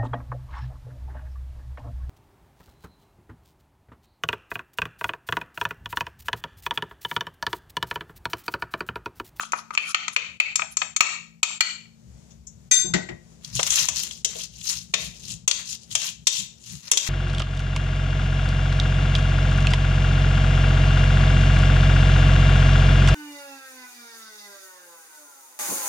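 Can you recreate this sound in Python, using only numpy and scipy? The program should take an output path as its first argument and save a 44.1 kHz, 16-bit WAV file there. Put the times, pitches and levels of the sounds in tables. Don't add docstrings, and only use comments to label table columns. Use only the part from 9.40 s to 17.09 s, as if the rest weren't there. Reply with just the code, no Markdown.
import sys
import numpy as np
from scipy import signal
from scipy.fft import rfft, irfft, next_fast_len
from scipy.io import wavfile
from scipy.ndimage import uniform_filter1d, minimum_filter1d

SR = 44100
rng = np.random.default_rng(int(sys.argv[2]) if len(sys.argv) > 2 else 0)


def volts(x):
    e = np.asarray(x, float) / 20
    return 10 ** e


def file_out(sig):
    cols = np.atleast_2d(sig).T
    lim = np.clip(cols, -1, 1)
    pcm = np.round(lim * 32767).astype(np.int16)
    wavfile.write(sys.argv[1], SR, pcm)


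N = 339129
T = np.arange(N) / SR
GRID_HZ = np.arange(100, 17000, 25)
KNEE_DB, SQUEEZE = -13, .6


def shaped(x, points):
    hz, db = np.transpose(points)
    size = next_fast_len(x.shape[-1])
    f = np.maximum(np.arange(size // 2 + 1) * SR / size, 1)
    gain = volts(np.interp(np.log(f), np.log(hz), db))
    return irfft(rfft(x, size) * gain, size)[..., :x.shape[-1]]


def band(x, lo_hz, hi_hz):
    return signal.sosfilt(signal.butter(3, [lo_hz, min(hi_hz, .45 * SR)], "band", fs=SR, output="sos"), x)


def unit(x):
    return x / np.sqrt(np.mean(x ** 2))


def walk(rate):
    k = int(SR / rate)
    steps = np.repeat(rng.standard_normal(N // k + 1), k)
    return 0.95 * uniform_filter1d(steps, k)[:N]


def pair(count):
    alike = 0.37
    both, own = rng.standard_normal(count), rng.standard_normal((2, count))
    return np.sqrt(alike) * both + np.sqrt(1 - alike) * own


def add(out, s, sound):
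    i = int(s * SR)
    out[..., i:i + sound.shape[-1]] += sound[..., :N - i]


def swells(at_s, level_db, rise_s, fall_s, curve=1.48):
    out = np.zeros(N)
    for s, db, rise, fall in zip(at_s, level_db, rise_s, fall_s):
        t = np.arange(-int(2 * rise * SR), int(2 * fall * SR)) / SR
        t = t[s + t >= 0]
        distance = np.abs(t / np.where(t < 0, rise, fall))
        add(out, s + t[0], volts(db - 20 * distance ** curve))
    return out


def rumble():
    # time in seconds, level in dB.
    low_swell = [(0, -13), (1.2, -4.5), (2.2, -12), (2.7, -1), (3.3, 0), (3.9, -3.5), (4.3, 1.5), (4.9, 0),
                 (5.6, 2.5), (6.5, -4), (7.69, -4)]
    # time in seconds, hollow level in dB,
    # deep share in dB, length in seconds.
    bumps = [(2.71, -52, -6, .08), (3.187, -57, -1.5, .07), (3.502, -46, -4.5, .05),
             (3.559, -26.5, -25, 0.057), (3.731, -42.5, -8.5, 0.039), (4.172, -38, -8, 0.083),
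             (4.316, -48, -2, 0.067), (4.412, -44, -24, 0.046), (4.51, -45, -4.5, 0.046),
             (5.57, -45.5, -1, 0.05), (5.69, -47, -9.5, 0.043), (5.917, -41.5, -12, .08),
             (6.07, -56, -6.5, 0.12), (6.35, -49, -18, 0.038), (6.551, -37, -19.5, 0.044),
             (6.817, -57.5, -1, 0.13), (7.002, -48, -12, 0.07), (7.333, -41, -10, 0.065)]
    # frequency in Hz, level in dB.
    hum = [(166.9, -62.5), (222, -62), (14150, -78.5)]
    low_swell_db = np.interp(T, *np.transpose(low_swell))
    s, db, deep_db, length = np.transpose(bumps)
    deep_env = volts(-57.5 + 1.5 * low_swell_db) + swells(s, db + deep_db, length, length)
    deep = unit(band(rng.standard_normal(N), 52, 75)) * deep_env
    hollow_env = volts(-55.5 + low_swell_db) + swells(s, db, length, length)
    hollow = unit(band(rng.standard_normal(N), 105, 188.5)) * hollow_env
    fridge = sum(np.sqrt(2) * volts(db + 2 * walk(1.9)) * np.sin(2 * np.pi * hz * T) for hz, db in hum)
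    return deep + hollow + fridge


def room_air():
    # frequency in Hz, density in dB per Hz.
    colour = [(150, -28.5), (260, -6.5), (462, -9), (1250, -21), (4280, -22), (6870, -18), (11400, -35),
              (16500, -45.5)]
    # time in seconds, level in dB.
    swell = [(0, -6.5), (1.9, -9), (2.55, -4.5), (2.7, -1), (2.8, 0), (2.92, 0.5), (3.0, -3), (3.2, -1.5),
             (3.9, -3), (4.5, -1), (7.69, -5.5)]
    swell_db = np.interp(T, *np.transpose(swell)) + 3.5 * walk(7)
    return volts(-60 + swell_db) * unit(shaped(rng.standard_normal((2, N)), colour))


def before_gain(db):
    return db + max(db - KNEE_DB + 9.0, 0) * SQUEEZE / (1 - SQUEEZE)


def mode_rings(hz, db, t60, t, scatter_db, detune, wobble_db):
    chance = rng.standard_normal((4, len(hz), 1))
    gap = .5 * chance[3] * np.array([1, -1])[:, None, None]
    turns = hz[:, None] * (1 + detune * chance[0]) * t
    rings = np.sin(2 * np.pi * turns + 3 * chance[1] + gap)
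    rings *= volts(db[:, None] + scatter_db * chance[2] - 60 * t / t60[:, None])
    knots = np.arange(0, len(t) + 260, 260)
    levels = rng.standard_normal((len(hz), len(knots)))
    waver = np.array([np.interp(np.arange(len(t)), knots, level) for level in levels])
    return rings * volts(wobble_db * waver)


def blows(events, hz, db, t60, rise_s, crack_s, crack_db, scatter_db, detune, held_s=0.36, top_db=0,
          wobble_db=0, broad_db=-8, wide_hz=150):
    edges_hz = [0, 1700, 3200, 5200, 22000]
    middles = np.log2([1.1, 2.4, 4.2, 7])
    contact_db = np.array([0.2, -0.2, -3.6, 0.4])
    out, t = np.zeros((2, N)), T[:int(held_s * SR)]
    fade = np.clip((held_s - t) / 0.0054, 0, 1)
    group = np.searchsorted(edges_hz, hz) - 1
    humps = sum(volts(d - db[group == k].max()) / (1 + ((GRID_HZ - f) / wide_hz) ** 2)
                for f, d, k in zip(hz, db, group))
    humps_db = 20 * np.log10(humps + volts(broad_db))
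    low_cut = signal.butter(2, 280, "high", fs=SR, output="sos")
    for s, peak_db, bright, focus in events:
        share_db = contact_db - focus * np.abs(middles - bright)
        rings = mode_rings(hz, db, t60, t, scatter_db, detune, wobble_db)
        parts = [rings[:, group == k].sum(1) for k in range(4)]
        ring = sum(volts(d) * p / (np.abs(p).max() + 1e-9) for p, d in zip(parts, share_db))
        low, mid, high, top = share_db
        colour_hz = [250, 1100, 2400, 4200, 7000, 9000, 15000]
        colour_db = [low - 28.5, low, mid, high, top, top - 10.5 + top_db / 2, top - 33.5 + top_db]
        crack_colour = humps_db + np.interp(np.log(GRID_HZ), np.log(colour_hz), colour_db)
        crack = shaped(pair(len(t)), np.transpose([GRID_HZ, crack_colour])) * np.exp(-t / crack_s)
        sound = (0.68 * ring + volts(crack_db) * crack) * (1 - np.exp(-t / rise_s)) * fade
        sound = signal.sosfilt(low_cut, sound)
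        add(out, s, volts(before_gain(peak_db - 4)) * sound / np.abs(sound).max())
    return out


def dish():
    # time in seconds, peak in dB, brightness in octaves above 1 kHz,
    # focus in dB per octave.
    taps = [(.007, -20, -4, 9), (.032, -21.5, -2.5, 5), (.12, -15, 3, 4.5), (.133, -11.5, 0.21, 16.5),
            (.161, -26, 0.7, 12), (.19, -22.5, 0, 7), (.306, -17, -0.06, 9), (.336, -29, -2.5, 11),
            (.35, -14, -9.5, 0.5), (.375, -5, 1.26, 13), (.545, -5.5, 1.17, 7.5), (.68, -13.5, 0.9, 1.5),
            (.762, -5, 1.35, 10.5), (1.0, -4, 1.35, 14), (1.156, -9, 5, 8), (1.194, -13.5, 0.2, 7),
            (1.219, -14, 1, 12.5), (1.369, -9, 2.9, 6.5), (1.417, -12.5, 0.92, 11.5),
            (1.563, -9.5, 2.9, 7.5), (1.606, -3, 1.0, 2), (2.03, -4, 2.07, 8), (2.103, -27, -2, 8),
            (2.41, -36, 1.7, 18), (2.455, -40, 1.26, 24)]
    let_go = [
        (2.206, -5, 1.63, 6.9),
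    ]
    # frequency in Hz, width in Hz, level in dB.
    held_modes = [(970, 60, -10), (1270, 55, 0), (1890, 70, -9), (3100, 90, -7), (2320, 45, -1),
                  (2440, 50, 0), (2600, 45, 0), (3700, 90, -9), (4360, 70, -3), (5600, 90, -6),
                  (6400, 70, -2), (6950, 70, -3), (7450, 50, 0), (10900, 40, -18)]
    # frequency in Hz, level in dB, t60 in seconds.
    free_modes = [(1314, 0, 0.028), (1957, -7.5, 0.06), (2370, 0.5, 0.07), (2780, -6, 0.046),
                  (3060, -5.5, 0.043), (4290, -6.5, 0.04), (4360, -15, 0.3), (4450, -13, 0.06),
                  (6380, -4.5, 0.019), (7360, 3, 0.033), (10900, -32, 0.18)]
    hz, width, db = np.transpose(held_modes)
    held = blows(taps, hz, db, np.clip(1.2 / width, .012, .035), rise_s=0.00036, crack_s=0.005,
                 crack_db=1.0, scatter_db=4.5, detune=0.0099, held_s=.1, top_db=-4, wobble_db=1.5,
                 broad_db=-9.5, wide_hz=130.7)
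    hz, db, t60 = np.transpose(free_modes)
    free = blows(let_go, hz, db, t60, rise_s=0.00062, crack_s=0.005, crack_db=7.0, scatter_db=0,
                 detune=0, wobble_db=5, broad_db=-3, wide_hz=140)
    return held + free


def stroke_layers(rows, sizzle_db, body_db, sizzle_per_weight):
    s, db, rise, fall, weight = np.transpose(rows)
    sizzle = sizzle_db + sizzle_per_weight * weight + 0.071 * (db + 32.5)
    shares = (0, 0.15 * weight, sizzle, body_db + weight)
    return np.array([swells(s, db + share, rise, fall, 1.88) for share in shares])


def rubbing():
    # time of top speed in seconds, level in dB, speeding up in seconds,
    # slowing down in seconds, weight on the wall in dB.
    scrapes = [
        (.014, -37.5, 0.018, .07, 1.5),
        (.185, -43.5, 0.034, 0.034, -6),
        (.345, -43, 0.015, .02, 0.5),
        (.41, -46.5, .02, .05, -5),
        (.5, -38.5, 0.08, .05, -3.5),
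        (.74, -39, 0.017, .02, -6),
        (1.33, -52, .025, 0.023, -18.5),
    ]
    stirs = [(4.06, -48.5, 0.05, 0.12, 7.5), (4.17, -31, .04, 0.11, -3), (4.27, -28, .06, .06, -0.5),
             (4.37, -19, 0.088, 0.083, 5), (4.46, -31, 0.045, 0.065, 1.5), (4.6, -29.5, 0.074, 0.1, -1.5),
             (4.73, -43.5, 0.026, 0.11, -13), (4.9, -44.5, .04, .1, 10), (5.02, -34.5, 0.084, 0.055, -2.5),
             (5.16, -45, 0.058, 0.069, -9), (5.3, -28.5, 0.087, 0.13, -3), (5.62, -36, 0.1, 0.111, -3.5),
             (5.77, -50, 0.054, 0.052, -8), (5.9, -36.5, .1, 0.079, -6.5), (6.14, -37, 0.028, 0.027, -2.5),
             (6.2, -41.5, 0.027, 0.042, 15), (6.33, -33.5, 0.09, 0.039, -5), (6.43, -50, 0.03, 0.03, -19),
             (6.525, -31.5, 0.019, 0.072, -11), (6.65, -28, 0.132, 0.081, 1), (6.93, -25, 0.062, 0.11, -10),
             (7.33, -42, .14, 0.11, -0.5), (7.49, -41.5, 0.062, 0.15, 11.5), (7.6, -30.5, .04, 0.06, 0),
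             (7.68, -33.5, .05, 0.056, 12)]
    # frequency in Hz, density in dB per Hz.
    rub_colour = [(300, -47.5), (954, -12), (2130, -7.5), (2650, -2.5), (4460, 2), (7020, 5.5),
                  (15400, -26), (16500, -33)]
    # frequency in Hz, width in Hz, level in dB.
    wall_rings = [(2740, 150, 4), (3250, 280, 5.5), (4500, 500, -1.5), (5650, 200, 0), (6360, 150, 4),
                  (7070, 170, 6.5), (8840, 200, 2), (10000, 240, 4)]
    sizes = volts(4.4 * np.minimum(rng.exponential(size=N), 4))
    slips = (rng.random(N) < 7000 / SR) * sizes * pair(N)
    bunched = (unit(slips) + 0.75 * pair(N)) * volts(1.8 * walk(140))
    grain = shaped(bunched, rub_colour)
    rings_db = sum(db / (1 + ((GRID_HZ - hz) / width) ** 2) for hz, width, db in wall_rings)
    grain = shaped(grain, np.transpose([GRID_HZ, rings_db]))
    envelopes = stroke_layers(scrapes, -11.5, -1, -0.81) + stroke_layers(stirs, -16.5, -16, 0.27)
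    hiss_env, mid_env, sizzle_env, body_env = envelopes
    glass, wall = np.split(grain, [2 * SR], axis=1)
    glass_sizzle = unit(unit(band(glass, 9500, 12400)) + volts(-1) * unit(band(glass, 10750, 11000)))
    sizzle = np.hstack([glass_sizzle, unit(band(wall, 11760, 16230))])
    body = np.hstack([unit(band(glass, 1150, 1480)), unit(band(wall, 680, 2280))])
    layers = [(unit(band(grain, 2550, 3970)), volts(-6.0) * mid_env),
              (unit(band(grain, 3920, 6250)), volts(-2.0) * hiss_env),
              (unit(band(grain, 5860, 9530)), volts(-3.0) * hiss_env),
              (sizzle, sizzle_env),
              (body, body_env),
              (unit(band(grain, 540, 600)), volts(-19) * body_env * (T > 2))]
    return sum(x * env * volts(2.2 * walk(40) + 2.2 * walk(200)) for x, env in layers)


def kitchen(x):
    # centre in Hz, t60 in seconds, level in dB.
    tail_bands = [(297, 0.3, -11.5), (670, 0.32, -10), (1580, 0.32, -12), (3000, 0.39, -12.5),
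                  (6240, 0.35, -10.5), (11000, 0.3, -20)]
    t = T[:int(.65 * SR)]
    tail = 0
    for hz, t60, db in tail_bands:
        noise = band(rng.standard_normal((2, len(t))), hz / 2.01, hz * 1.36)
        tail = tail + volts(db - 60 * t / t60) * noise * np.sqrt(2 * np.log(1000) / (t60 * SR))
    return signal.fftconvolve(x, tail * (1 - np.exp(-t / 0.0022)), axes=1)[:, :N]


def counter():
    # time in seconds, peak in dB, pitch in Hz.
    booms = [(0.762, -30, 520), (0.999, -26, 658), (1.219, -35, 800), (1.417, -34, 674),
             (2.027, -32.5, 842), (3.312, -26.5, 498), (4.194, -33, 670), (4.483, -39, 624),
             (4.844, -36.5, 510), (4.95, -37.5, 530), (5.535, -22, 540), (6.076, -32, 520),
             (6.548, -29.5, 594), (6.87, -31, 461), (7.513, -24, 420)]
    # time in seconds, peak in dB, push in seconds.
    thuds = [
        (3.44, -20.5, 0.035),
        (3.541, -14.5, 0.0011),
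        (3.69, -26, 0.0081),
        (4.17, -42, 0.019),
        (5.539, -32, 0.0027),
        (5.901, -47.5, 0.029),
        (7.328, -48, 0.02),
    ]
    # frequency in Hz, level in dB, t60 in seconds.
    worktop = [(182.6, -7.5, 0.19), (353.5, -1.5, 0.11), (658, -27.5, 0.19)]
    out, t = np.zeros(N), T[:SR // 3]
    for s, peak_db, push_s in thuds:
        ring = sum(volts(db + 2.4 * rng.standard_normal() - 60 * t / t60) * np.sin(2 * np.pi * hz * t)
                   for hz, db, t60 in worktop)
        noise = unit(band(rng.standard_normal(len(t)), 120, 686)) * np.exp(-t / 0.034)
        ring = ring + volts(-11.0) * noise
        add(out, s, volts(peak_db) * ring * (1 - np.exp(-t / push_s)))
    for s, peak_db, hz in booms:
        boom = band(rng.standard_normal(len(t)) * np.exp(-t / 0.015), .8 * hz, 1.25 * hz)
        add(out, s, volts(peak_db + 3.5) * boom / np.abs(boom).max())
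    return out


def bowl():
    # frequency in Hz, width in Hz, level in dB.
    wall_modes = [(553, 75, -19), (1016, 390, -20.5), (2140, 120, -14), (2690, 83, 6.5), (3244, 57, 14),
                  (3618, 420, 14), (4250, 130, -6), (5810, 480, 11.5), (6725, 140, 8.5), (7646, 300, 6),
                  (9900, 250, -5), (10500, 250, -6.5), (12700, 140, -18), (13800, 39, -15.5)]
    # time in seconds, peak in dB, brightness in octaves above 1 kHz,
    # focus in dB per octave.
    far_ticks = [
        (2.905, -41.5, 3.3, 8.5),
        (3.068, -27, 2.82, 32),
    ]
    wall_knocks = [(4.151, -16.5, 8.5, 23), (4.193, -12.5, -3, 2.1), (4.265, -14, 4.5, 6.2),
                   (4.303, -10, 2.9, 10), (4.356, -10, 6, 15), (4.485, -10, 4, 5.9), (4.709, -18, 2.2, 9),
                   (4.846, -9, 2.5, 13), (5.538, -7, 1.73, 9.4), (6.077, -6.5, 3, 7.2),
                   (6.551, -6.5, 2.3, 8), (6.869, -3.5, 2.5, 11), (7.514, -5, 3.5, 8.4),
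                   (7.572, -6.5, 2.5, 10.3)]
    edge_ticks = [(4.046, -18.5, 2.37, 54), (4.229, -10, 3.9, 6.1), (4.321, -13, 2.9, 7.5),
                  (4.336, -13.5, 3, 8.9), (4.392, -13, 3, 8), (4.575, -22.5, 3.1, 8),
                  (4.993, -23, 2.3, 7.2), (5.255, -26, 2.6, 9.8), (5.328, -19, 2.6, 8),
                  (7.672, -22, 1.1, 12), (4.559, -15, 3.6, 7.9), (4.634, -16.5, 3.1, 10),
                  (4.775, -29, 2.7, 11), (5.213, -21.5, 1.93, 20), (6.111, -8.5, 2.24, 11),
                  (6.512, -19.5, 2, 29), (7.405, -37, 1.9, 6.1), (7.43, -34.5, 2.5, 7.4),
                  (7.534, -9.5, 2.4, 8.7)]
    hz, width, db = np.transpose(wall_modes)
    far = blows(far_ticks, hz, db, .04 + 0 * hz, rise_s=.002, crack_s=0.015, crack_db=13, scatter_db=5,
                detune=0, held_s=.1, top_db=-33)
    knocks = blows(wall_knocks, hz, db, np.clip(1.3 / width, .012, .03), rise_s=0.00089, crack_s=0.0069,
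                   crack_db=-5.0, scatter_db=5, detune=.03, held_s=0.051, top_db=2.5, wobble_db=2.5,
                   broad_db=-2, wide_hz=248)
    ticks = blows(edge_ticks, hz, db, 0.012 + 0 * hz, rise_s=0.0002, crack_s=0.004, crack_db=5.5,
                  scatter_db=2.5, detune=0.013, held_s=0.028, broad_db=-1.5, wide_hz=300)
    return far + knocks + ticks


def metal():
    # time in seconds, peak in dB, brightness in octaves above 1 kHz,
    # focus in dB per octave.
    landing = [
        (3.311, -7, 2.8, 8.2),
    ]
    set_down = [
        (3.536, -11.5, 1.54, 5.1),
        (3.687, -21, 0.72, 11),
    ]
    # frequency in Hz, level in dB, t60 in seconds.
    tool_modes = [(1521, -20, .35), (1960, -25, .15), (2412, -23, .15), (3612, -12.5, .45), (3650, -22, .2),
                  (4410, -20, .3), (4730, -22, .3), (6268, -14, .15), (6292, -7, .35), (7472, -16, .25),
                  (7500, -10, .35), (7546, -13, .2), (9480, -20, .2), (11180, -26, .2)]
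    stack_modes = [(662, -10, 0.07), (1505, -2, 0.05), (1910, -9, 0.26), (2050, -4, 0.097),
                   (2365, -9, 0.047), (3670, -15, 0.067), (4400, -10.5, 0.03), (5960, -18, 0.02),
                   (7200, -16, 0.089), (7540, -16, 0.099)]
    hz, db, t60 = np.transpose(tool_modes)
    clink = blows(landing, hz, db, t60, rise_s=.0015, crack_s=.024, crack_db=1, scatter_db=0, detune=0,
                  held_s=.215, top_db=-14, wobble_db=3.5, broad_db=-6, wide_hz=120)
    hz, db, t60 = np.transpose(stack_modes)
    settle = blows(set_down, hz, db, t60, rise_s=0.001, crack_s=0.015, crack_db=2.5, scatter_db=-1.0,
                   detune=0, top_db=-17.0, wobble_db=5.5, broad_db=-1.5, wide_hz=150)
    return (clink + settle) * volts(1.5 * walk(110))


def scene():
    near = dish() + rubbing() + counter() + bowl() + metal()
    return near + kitchen(near) + rumble() + room_air()


def band_limit(x):
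    return signal.sosfilt(signal.butter(12, 16850, fs=SR, output="sos"), x)


def record(dry):
    # frequency in Hz, left minus right in dB.
    ports = [(60, 5), (250, 7.5), (1000, 7.5), (3000, 6.5), (5500, 12), (7800, 13.5), (9000, -13),
             (12000, -6)]
    # frequency in Hz, level in dB.
    mic = [(30, -9.5), (60, -5), (6000, -6.5), (7800, -6.5), (8600, -6), (12000, -4), (17000, -9)]
    look_ahead_s, release_db_s = .024, 120.5
    left = shaped(np.roll(dry[0], 42), [(hz, db / 2) for hz, db in ports])
    right = shaped(dry[1], [(hz, -db / 2) for hz, db in ports])
    x = shaped(np.array([left, right]), mic)
    level_db = 20 * np.log10(np.abs(x).max(0) + 1e-9)
    over_db = SQUEEZE * np.maximum(level_db - KNEE_DB, 0)

    def coming(size):
        return -minimum_filter1d(-over_db, size, origin=-(size // 2))

    ahead = int(look_ahead_s * SR)
    needed_db = np.maximum(.65 * coming(ahead), coming(ahead // 4))
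    cut_db = np.maximum.accumulate(needed_db + release_db_s * T) - release_db_s * T
    x = x * volts(-uniform_filter1d(cut_db, size=260))
    limited = .98 * np.tanh(2.1 * x)
    low_pass = signal.ellip(8, .2, 70, 16900, fs=SR, output="sos")
    return band_limit(signal.sosfilt(low_pass, limited))


dry = scene()
out = record(dry)
file_out(out)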